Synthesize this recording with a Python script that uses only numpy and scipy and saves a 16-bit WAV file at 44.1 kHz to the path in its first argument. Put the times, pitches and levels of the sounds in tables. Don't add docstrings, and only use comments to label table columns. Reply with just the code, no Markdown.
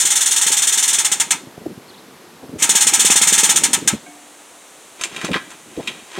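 import sys
import numpy as np
from scipy import signal
from scipy.fft import rfft, irfft
from scipy.io import wavfile
from scipy.ndimage import uniform_filter1d

SR = 44100
rng = np.random.default_rng(int(sys.argv[2]) if len(sys.argv) > 2 else 0)


def wrap_up_sound(samples):
    columns = np.atleast_2d(samples).T
    tamed = np.clip(columns, -1, 1)
    steps = np.round(tamed * 32767).astype(np.int16)
    wavfile.write(sys.argv[1], SR, steps)


N = 272979
T = np.arange(N) / SR
HZ = np.maximum(np.arange(N // 2 + 1) * SR / N, 1)

# frequency_hz, density_db (per Hz)
NEAR_AIR_SPECTRUM = [(18, -71), (30, -61), (131, -11.5), (384, -7), (426, -7), (600, -13.5), (889, -12),
                     (1430, -16), (2610, -20.5), (4080, -22), (4780, -24), (12300, -28), (16000, -41)]
# frequency_hz, density_db (per Hz)
FAR_AIR_SPECTRUM = [(30, -30), (100, -20), (200, -12.5), (300, 0.5), (480, 0.5), (700, 2), (1400, -2.5),
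                    (3800, -5.5), (5100, -11.5), (6300, -4), (8500, -3.5), (10200, -8), (11600, -17),
                    (14000, -16), (16000, -26)]
NEAR_DB, FAR_DB = -43.5, -43.5
MOVE_S = 3.98

# first_stroke_s, air_shut_off_s, stroke_rate_hz
PUMP_RUNS = [(.0018, .914, 19.373), (2.6238, 3.4075, 18.684)]
# exhaust_db, casing_ring_db, piston_thud_db, casing_buzz_db
PUMP_LEVELS = [(-8, -27, -42.5, -35), (-5, -19, -29, -29.5)]
# middle_s, rate_loss_hz
PUMP_FALTERS = [(2.658, 4.6), (2.9022, 4.033), (3.2068, 1.316)]
FALTER_S = .0736
COAST_LOSS, STALL_RATE = 29.59, 3
FILL_S = 0.041
EARLY_S = .0025
SLOW_PUFF_DB, SLOW_RING_DB = -2.5, -13
OPENING, COLLAPSE = 20, 2.6
# frequency_hz, density_db (per Hz)
JET_SPECTRUM = [(500, -36), (800, -43), (1100, -31), (1700, -9), (2500, -9), (3400, -5.5), (4800, -11.5),
                (5800, -4.5), (6900, 2), (8700, 0.5), (10000, -8), (11300, -15.5), (13000, -19.5),
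                (16000, -25.5)]
# frequency_hz, width_hz (before the lower limit), gain_db
MUFFLER_PEAKS = [(2324, 116, -12), (2596, 190, -5.5), (3190, 70, 3.5), (3617, 200, 7.5), (3750, 77, -9),
                 (4010, 210, -5), (4140, 84, 7), (4680, 450, -0.5), (4840, 250, -4), (5460, 290, 3),
                 (5510, 230, 2.5), (5660, 290, -4.5), (5840, 380, -2), (6010, 123, 7), (6620, 210, -1),
                 (6890, 160, 1.5), (7440, 200, -2.5), (7600, 120, -7), (8130, 120, -7.5), (8145, 63, 7.5),
                 (9300, 91, -3), (9730, 90, -6), (10700, 160, -4), (11400, 220, -7), (12150, 360, 4)]
NARROWEST_HZ = 70
# frequency_hz, width_hz, level_db
CASING_MODES = [(834.4, 28, 1), (916, 39, 3.5), (989, 17, -6), (1235, 81, -7.5), (1306, 51, -1),
                (1379, 32, -10), (1617, 76, -1), (1793, 53, -6.5), (1905, 200, -5.5), (2110, 71, 0),
                (2273, 140, 2), (2522, 62, -1.5)]
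# frequency_hz, width_hz, level_db
PISTON_MODES = [(202, 35, 4), (322, 220, 6), (445, 84, 3.5)]

# frequency_hz, density_db (per Hz)
WIND_SPECTRUM = [(30, -35), (60, -8), (110, -9.5), (170, -1), (290, 1.5), (420, -6.5), (600, -11.5),
                 (1000, -37), (2000, -48)]
# start_s, peak_db (before trim), pitch_hz, rise_s
WIND_BUMPS = [(0.042, -34, 226, 0.0092), (0.502, -24.5, 272.8, 0.0037), (1.466, -31.5, 267.2, .0066),
              (1.576, -22, 319.5, 0.0026), (1.61, -32, 315, 0.0084), (1.656, -16.5, 282.2, 0.0067),
              (1.7, -27, 266.4, 0.012), (1.772, -29, 208, 0.0066), (2.428, -31.5, 349.7, 0.01),
              (2.489, -29, 298.2, 0.0076), (2.553, -23, 275.6, 0.0074), (3.925, -14, 213.6, 0.011),
              (5.237, -18, 299.1, .0072), (5.278, -21.5, 397, 0.015), (5.302, -15.5, 268, .011),
              (5.351, -18, 283, 0.0087), (5.769, -19, 247, 0.011), (5.789, -22.5, 407, 0.0094),
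              (6.174, -20, 366.7, 0.01)]
# middle_s, level_db (before trim), half_length_s
WIND_GUSTS = [(1.33, -39.5, 0.22), (1.68, -33, 0.061), (2.0, -47.5, 0.24), (2.56, -35, 0.14),
              (3.15, -37.5, 0.51), (3.72, -29.5, 0.23), (5.28, -38, 0.23), (5.84, -38, 0.18)]
WIND_HZ = 271.2
LOW_CUT_HZ = 95
CALM_DB, LUMPY_DB = -56.5, 3.5

# start_s, length_s, start_pitch_hz, top_pitch_hz, level_db (before trim)
BIRD_CHIRPS = [(1.876, 0.041, 4160, 4450, -33), (1.934, .02, 3570, 3960, -33),
               (1.957, .054, 2700, 4440, -36)]
CHIRP_TURN, CHIRP_END_HZ = .6, 2900

TAP_S = 4.063
# frequency_hz, level_db, t60_s
TUBE_MODES = [(296, -44, 2), (716, -41.5, .7), (877, -58, 0.45), (1583, -39, .08), (2218, -42, .25),
              (2400, -43, .07)]

# start_s, clank_db, clank_pitch_hz, bright_rattle_db (before trims)
JACK_BLOWS = [(5.012, -23.5, 1860, -24), (5.037, -21.5, 2600, -17.5), (5.163, -22.5, 2374, -30.5),
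              (5.214, -25, 1500, -31), (5.247, -22, 1650, -24), (5.315, -21, 2064, -34),
              (5.332, -14.5, 2150, -34), (5.342, -13.5, 1550, -44), (5.361, -16.5, 1430, -46),
              (5.504, -31.5, 2000, -38), (5.515, -31.5, 1720, -41), (5.54, -39, 2320, -56),
              (5.874, -14, 2730, -25.5), (6.133, -35, 1392, -43), (6.163, -28, 1376, -41)]
# frequency_hz, width_hz, level_db
FRAME_MODES = [(346.2, 17, 20), (663.7, 19.5, -9), (1039.5, 33, 9), (1335, 30, 10), (1450, 23.5, -2),
               (1590, 13.7, 11), (1686, 23, 3), (1932, 63, 14.5), (2060, 18, -18), (2280, 20, -17),
               (2390, 35, 11), (2500, 73, 6), (2670, 32.8, 6), (2880, 42, -7), (3230, 26, 7),
               (3460, 18, -9), (3760, 51, 13.5), (6340, 62, 14.5), (7260, 64, 12)]
# middle_s, level_db (before trims), half_length_s
JACK_SCRAPES = [(5.04, -32.5, .04), (5.18, -34, 0.073), (5.26, -27.5, 0.032), (5.358, -29, 0.025),
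                (5.89, -39.5, 0.15), (6.18, -34.5, 0.067)]
# frequency_hz, gain_db
GRIT_SPECTRUM = [(60, -53), (400, -4), (1000, -3.5), (1600, -4.5), (3200, -2.5), (4800, -11), (8000, -13.5),
                 (14000, -37)]
CLANK_DECAY_S, CLANK_LOSS_DB_PER_OCTAVE = 0.014, 16

# frequency_hz, left_lead_rad
CHANNEL_LEAD = [(3800, 0), (6000, .14), (8500, .23), (10000, .45), (11500, 0)]
# frequency_hz, left_minus_right_db
CHANNEL_TILT = [(4500, 0), (6000, .5), (9000, .2), (10500, 2), (13000, 0)]
# frequency_hz, side_level_db (relative to the shared sound)
STEREO_WIDTH = [(100, -45), (400, -42), (1000, -36), (3000, -33), (4800, -16), (6500, -21), (8500, -19.5),
                (11000, -11), (13000, -25)]
WIND_SIDE_DB = -25
CUTOFF_HZ = 15900


def from_db(db):
    return 10 ** (np.asarray(db) / 20)


def rms_one(x):
    return x / np.sqrt(np.mean(x ** 2) + 1e-20)


def at_hz(points):
    hz, value = np.transpose(points)
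    return np.interp(np.log(HZ), np.log(hz), value)


def noise(spectrum):
    spectrum_of_white = rfft(rng.standard_normal(N))
    return rms_one(irfft(spectrum_of_white * from_db(at_hz(spectrum)), N))


def band(x, low_hz, high_hz):
    edges = [low_hz, min(high_hz, .45 * SR)]
    return signal.sosfilt(signal.butter(2, edges, "band", fs=SR, output="sos"), x)


def bursts(times, levels_db, lengths, shape):
    power = np.zeros(N)
    lengths = np.maximum(lengths + 0 * times, 1e-3)
    for s, level_db, length in zip(times, levels_db, lengths):
        span = slice(max(int(s * SR) + 1, 0), int((s + 10 * length) * SR))
        age = np.maximum(T[span] - s, 0) / length
        power[span] += (from_db(level_db) * shape(age)) ** 2
    return np.sqrt(power)


def fade(age):
    return np.exp(-age)


def swell(age):
    return age ** 2 * np.exp(2 - 2 * age)


def swells(rows):
    power = sum((from_db(level_db) * np.exp(-((T - s) / length) ** 2)) ** 2 for s, level_db, length in rows)
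    return np.sqrt(power)


def resonate(x, modes):
    out = 0
    for hz, width, level_db in modes:
        r = np.exp(-np.pi * width / SR)
        poles = [1, -2 * r * np.cos(2 * np.pi * hz / SR), r * r]
        gain = from_db(level_db) * np.sqrt((1 - r * r) / 2)
        out = out + gain * signal.lfilter([1, 0, -1], poles, x + 1e-18)
    return out / np.linalg.norm(from_db(np.array(modes)[:, 2]))


def yard(x, wet_db, t60, bright_t60, first_s):
    t = T[:SR]
    dull = band(rng.standard_normal(SR), 225, 5600) * from_db(-60 * t / t60)
    bright = band(rng.standard_normal(SR), 2300, 15200) * from_db(-60 * t / bright_t60)
    tail = (dull + bright) * np.minimum(t / first_s, 1) ** 2
    return x + from_db(wet_db) * signal.fftconvolve(x, tail / np.linalg.norm(tail))[:N]


def background():
    far = np.clip((T - MOVE_S) / 0.024, 0, 1)
    near_air = from_db(NEAR_DB) * noise(NEAR_AIR_SPECTRUM)
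    far_air = from_db(FAR_DB) * noise(FAR_AIR_SPECTRUM)
    return (1 - far) * near_air + far * far_air


def motor():
    times, pressure = [], 0
    falter = sum(loss * np.exp(-((T - s) / FALTER_S) ** 2) for s, loss in PUMP_FALTERS)
    for start, shut, full_rate in PUMP_RUNS:
        coast = COAST_LOSS * np.maximum(T - shut, 0)
        rate = np.maximum(full_rate - falter - coast, 0)
        begun = np.ceil(np.cumsum(rate * (T >= start)) / SR)
        times += list(T[(np.diff(begun, prepend=0) > 0) & (rate > STALL_RATE)])
        filling = np.clip((T - start + FILL_S) / 0.022, 0, 1)
        pressure = pressure + (rate / full_rate) ** 2 * filling
    return np.array(times), pressure


def run_levels(times):
    starts = np.array(PUMP_RUNS)[:, 0] - FILL_S
    return np.array(PUMP_LEVELS)[np.searchsorted(starts, times) - 1].T


def linger(envelope, t60):
    r = from_db(-120 / (t60 * SR))
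    return np.sqrt(signal.lfilter([1 - r], [1, -r], envelope ** 2 + 1e-18))


def muffle(x):
    for hz, width, level_db in MUFFLER_PEAKS:
        g = from_db(level_db / 2)
        c = -2 * np.cos(2 * np.pi * hz / SR)
        a = np.pi * max(width, NARROWEST_HZ) / SR
        x = signal.lfilter([1 + a * g, c, 1 - a * g], [1 + a / g, c, 1 - a / g], x + 1e-18)
    return x


def puff(age):
    return (1 - np.exp(-age * OPENING)) * np.exp(-.8 * age ** COLLAPSE)


def exhaust(s, pressure, puff_s=0.016, feed_s=0.018, jet_db=-3.5, leak_db=-15.0,
            echo_db=-10, echo_t60=0.19, dull_db=-18, dull_t60=0.36, feed_power=0.9):
    valve = pressure ** feed_power
    drive = np.interp(s, T, valve)
    run_db = run_levels(s)[0]
    exhaust_db = run_db + (SLOW_PUFF_DB - run_db) * (1 - drive) ** 3
    lengths = puff_s + feed_s * drive
    puffs = bursts(s - EARLY_S * drive, exhaust_db, lengths, puff)
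    leak = from_db(run_levels(T)[0] + leak_db) * valve
    flow = from_db(jet_db) * np.hypot(puffs, leak)
    jet = np.hypot(flow, from_db(echo_db) * linger(flow, echo_t60)) * noise(JET_SPECTRUM)
    low_hiss = rms_one(band(rng.standard_normal(N), 920, 4260))
    dull = from_db(dull_db) * linger(flow, dull_t60) * low_hiss
    return muffle(jet + dull)


def pump(casing_db=-3, rebound_s=.013, rebound_db=-3, thud_db=26, slow_thud_db=-5,
         ring_scatter_db=3, thud_scatter_db=4.0, buzz_power=.8):
    s, pressure = motor()
    drive = np.interp(s, T, pressure)
    _, ring_db, knock_db, _ = run_levels(s)
    chance = rng.standard_normal((len(s), 2))
    ring_db = SLOW_RING_DB + drive * (ring_db - SLOW_RING_DB + ring_scatter_db * chance[:, 0])
    knock_db = knock_db + slow_thud_db * (1 - drive) + thud_scatter_db * chance[:, 1]
    knocks = s - .004 * drive
    contacts = bursts(knocks, ring_db, 0.0065, fade)
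    contacts = contacts + bursts(s + rebound_s, ring_db + rebound_db, 0.023, fade)
    buzz = from_db(run_levels(T)[-1]) * pressure ** buzz_power
    shaking = np.hypot(from_db(casing_db) * contacts, buzz) * rng.standard_normal(N)
    casing = resonate(shaking, CASING_MODES)
    pushes = np.zeros(N)
    pushes[np.maximum(knocks * SR, 0).astype(int)] = from_db(knock_db + thud_db)
    thuds = band(resonate(pushes, PISTON_MODES), 157, 470)
    return exhaust(s, pressure) + band(casing, 880, 12600) + thuds


def wind(gust_db=-4, bump_db=-3):
    s, peak_db, hz, length = np.transpose(WIND_BUMPS)
    eddies = signal.hilbert(noise(WIND_SPECTRUM))
    even = eddies.real / np.sqrt(uniform_filter1d(np.abs(eddies) ** 2, size=400) / 2)
    travel = np.cumsum(np.interp(T, s + length, hz) / WIND_HZ) % N
    passing = np.interp(travel, np.arange(N), even)
    bumps = bursts(s, peak_db + bump_db, length, swell) * passing
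    breeze = np.hypot(swells(WIND_GUSTS), from_db(CALM_DB))
    lumps = rms_one(band(rng.standard_normal(N), 7, 26))
    murmur = breeze * from_db(gust_db + LUMPY_DB * lumps) * noise(WIND_SPECTRUM)
    return signal.sosfilt(signal.butter(2, LOW_CUT_HZ, "high", fs=SR, output="sos"), murmur + bumps)


def bird(level_db=-5, waver_hz=170, crescendo_db=6):
    out = 0
    for s, length, start_hz, top_hz, db in BIRD_CHIRPS:
        age = np.clip((T - s) / length, 0, 1)
        arch = np.sqrt(4 * age * (1 - age))
        gain = from_db(db + level_db + crescendo_db * (age - 1.5)) * arch
        glide = np.interp(age, [0, CHIRP_TURN, 1], [start_hz, top_hz, CHIRP_END_HZ])
        pitch = glide + waver_hz * rms_one(band(rng.standard_normal(N), 80, 368))
        out = out + gain * np.sin(2 * np.pi * np.cumsum(pitch) / SR)
    return yard(out, wet_db=-16, t60=0.32, bright_t60=0.28, first_s=.02)


def tube_tap():
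    age = np.maximum(T - TAP_S, 0)
    modes = 0
    for hz, level_db, t60 in TUBE_MODES:
        modes = modes + from_db(level_db - 60 * age / t60) * np.sin(2 * np.pi * hz * age)
    return modes * (1 - np.exp(-age / 0.00096))


def gritty(grains_per_s, spread_db, smooth_db):
    sizes = from_db(spread_db * np.minimum(rng.exponential(1, N), 4)) * rng.choice([-1, 1], N)
    grains = rms_one(sizes * (rng.random(N) < grains_per_s / SR))
    return rms_one(grains + from_db(smooth_db) * rng.standard_normal(N))


def scrape(grit_db=-2, frame_db=-8):
    contacts = gritty(grains_per_s=340, spread_db=3.5, smooth_db=1)
    grit = rms_one(irfft(rfft(contacts) * from_db(at_hz(GRIT_SPECTRUM)), N))
    shaken = rms_one(resonate(grit, FRAME_MODES))
    return swells(JACK_SCRAPES) * (from_db(grit_db) * grit + from_db(frame_db) * shaken)


def wheeled_jack(ring_db=-10, crack_db=-3, tick_db=1, tick_s=0.0026, rattle_db=-0.5):
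    s, clank_db, hz, high_db = np.transpose(JACK_BLOWS)
    contacts = gritty(grains_per_s=2500, spread_db=-1.0, smooth_db=-2)
    rattle = rms_one(band(contacts, 5800, 8900))
    chatter = bursts(s, high_db + rattle_db, CLANK_DECAY_S, fade) * rattle
    for low_hz, high_hz in [(950, 2330), (2000, 3400)]:
        octaves_away = np.abs(np.log2(hz / np.sqrt(low_hz * high_hz)))
        level_db = clank_db - CLANK_LOSS_DB_PER_OCTAVE * octaves_away
        clank = rms_one(band(contacts, low_hz, high_hz))
        chatter = chatter + bursts(s, level_db, CLANK_DECAY_S, fade) * clank
    tick_noise = rms_one(band(rng.standard_normal(N), 220, 6000))
    ticks = bursts(s, high_db + tick_db, tick_s, fade) * tick_noise
    frame = from_db(ring_db) * resonate(chatter + ticks, FRAME_MODES)
    jack = from_db(crack_db) * chatter + ticks + frame + scrape()
    return yard(jack, wet_db=-19.5, t60=0.55, bright_t60=0.25, first_s=0.027)


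def scene():
    mix = rfft(background() + pump() + wind() + bird() + tube_tap() + wheeled_jack())
    channel = from_db(at_hz(CHANNEL_TILT) / 2) * np.exp(.5j * at_hz(CHANNEL_LEAD))
    blur = rng.standard_normal(SR // 50)
    width = rfft(blur / np.linalg.norm(blur), N) * from_db(at_hz(STEREO_WIDTH))
    side = mix * width + from_db(WIND_SIDE_DB) * rfft(wind())
    return irfft([mix * channel + side, mix / channel - side], N)


def record(dry):
    rounded = dry / (1 + dry ** 6) ** (1 / 6)
    return signal.sosfilt(signal.ellip(10, .1, 70, CUTOFF_HZ, fs=SR, output="sos"), rounded)


dry = scene()
out = record(dry)
wrap_up_sound(out)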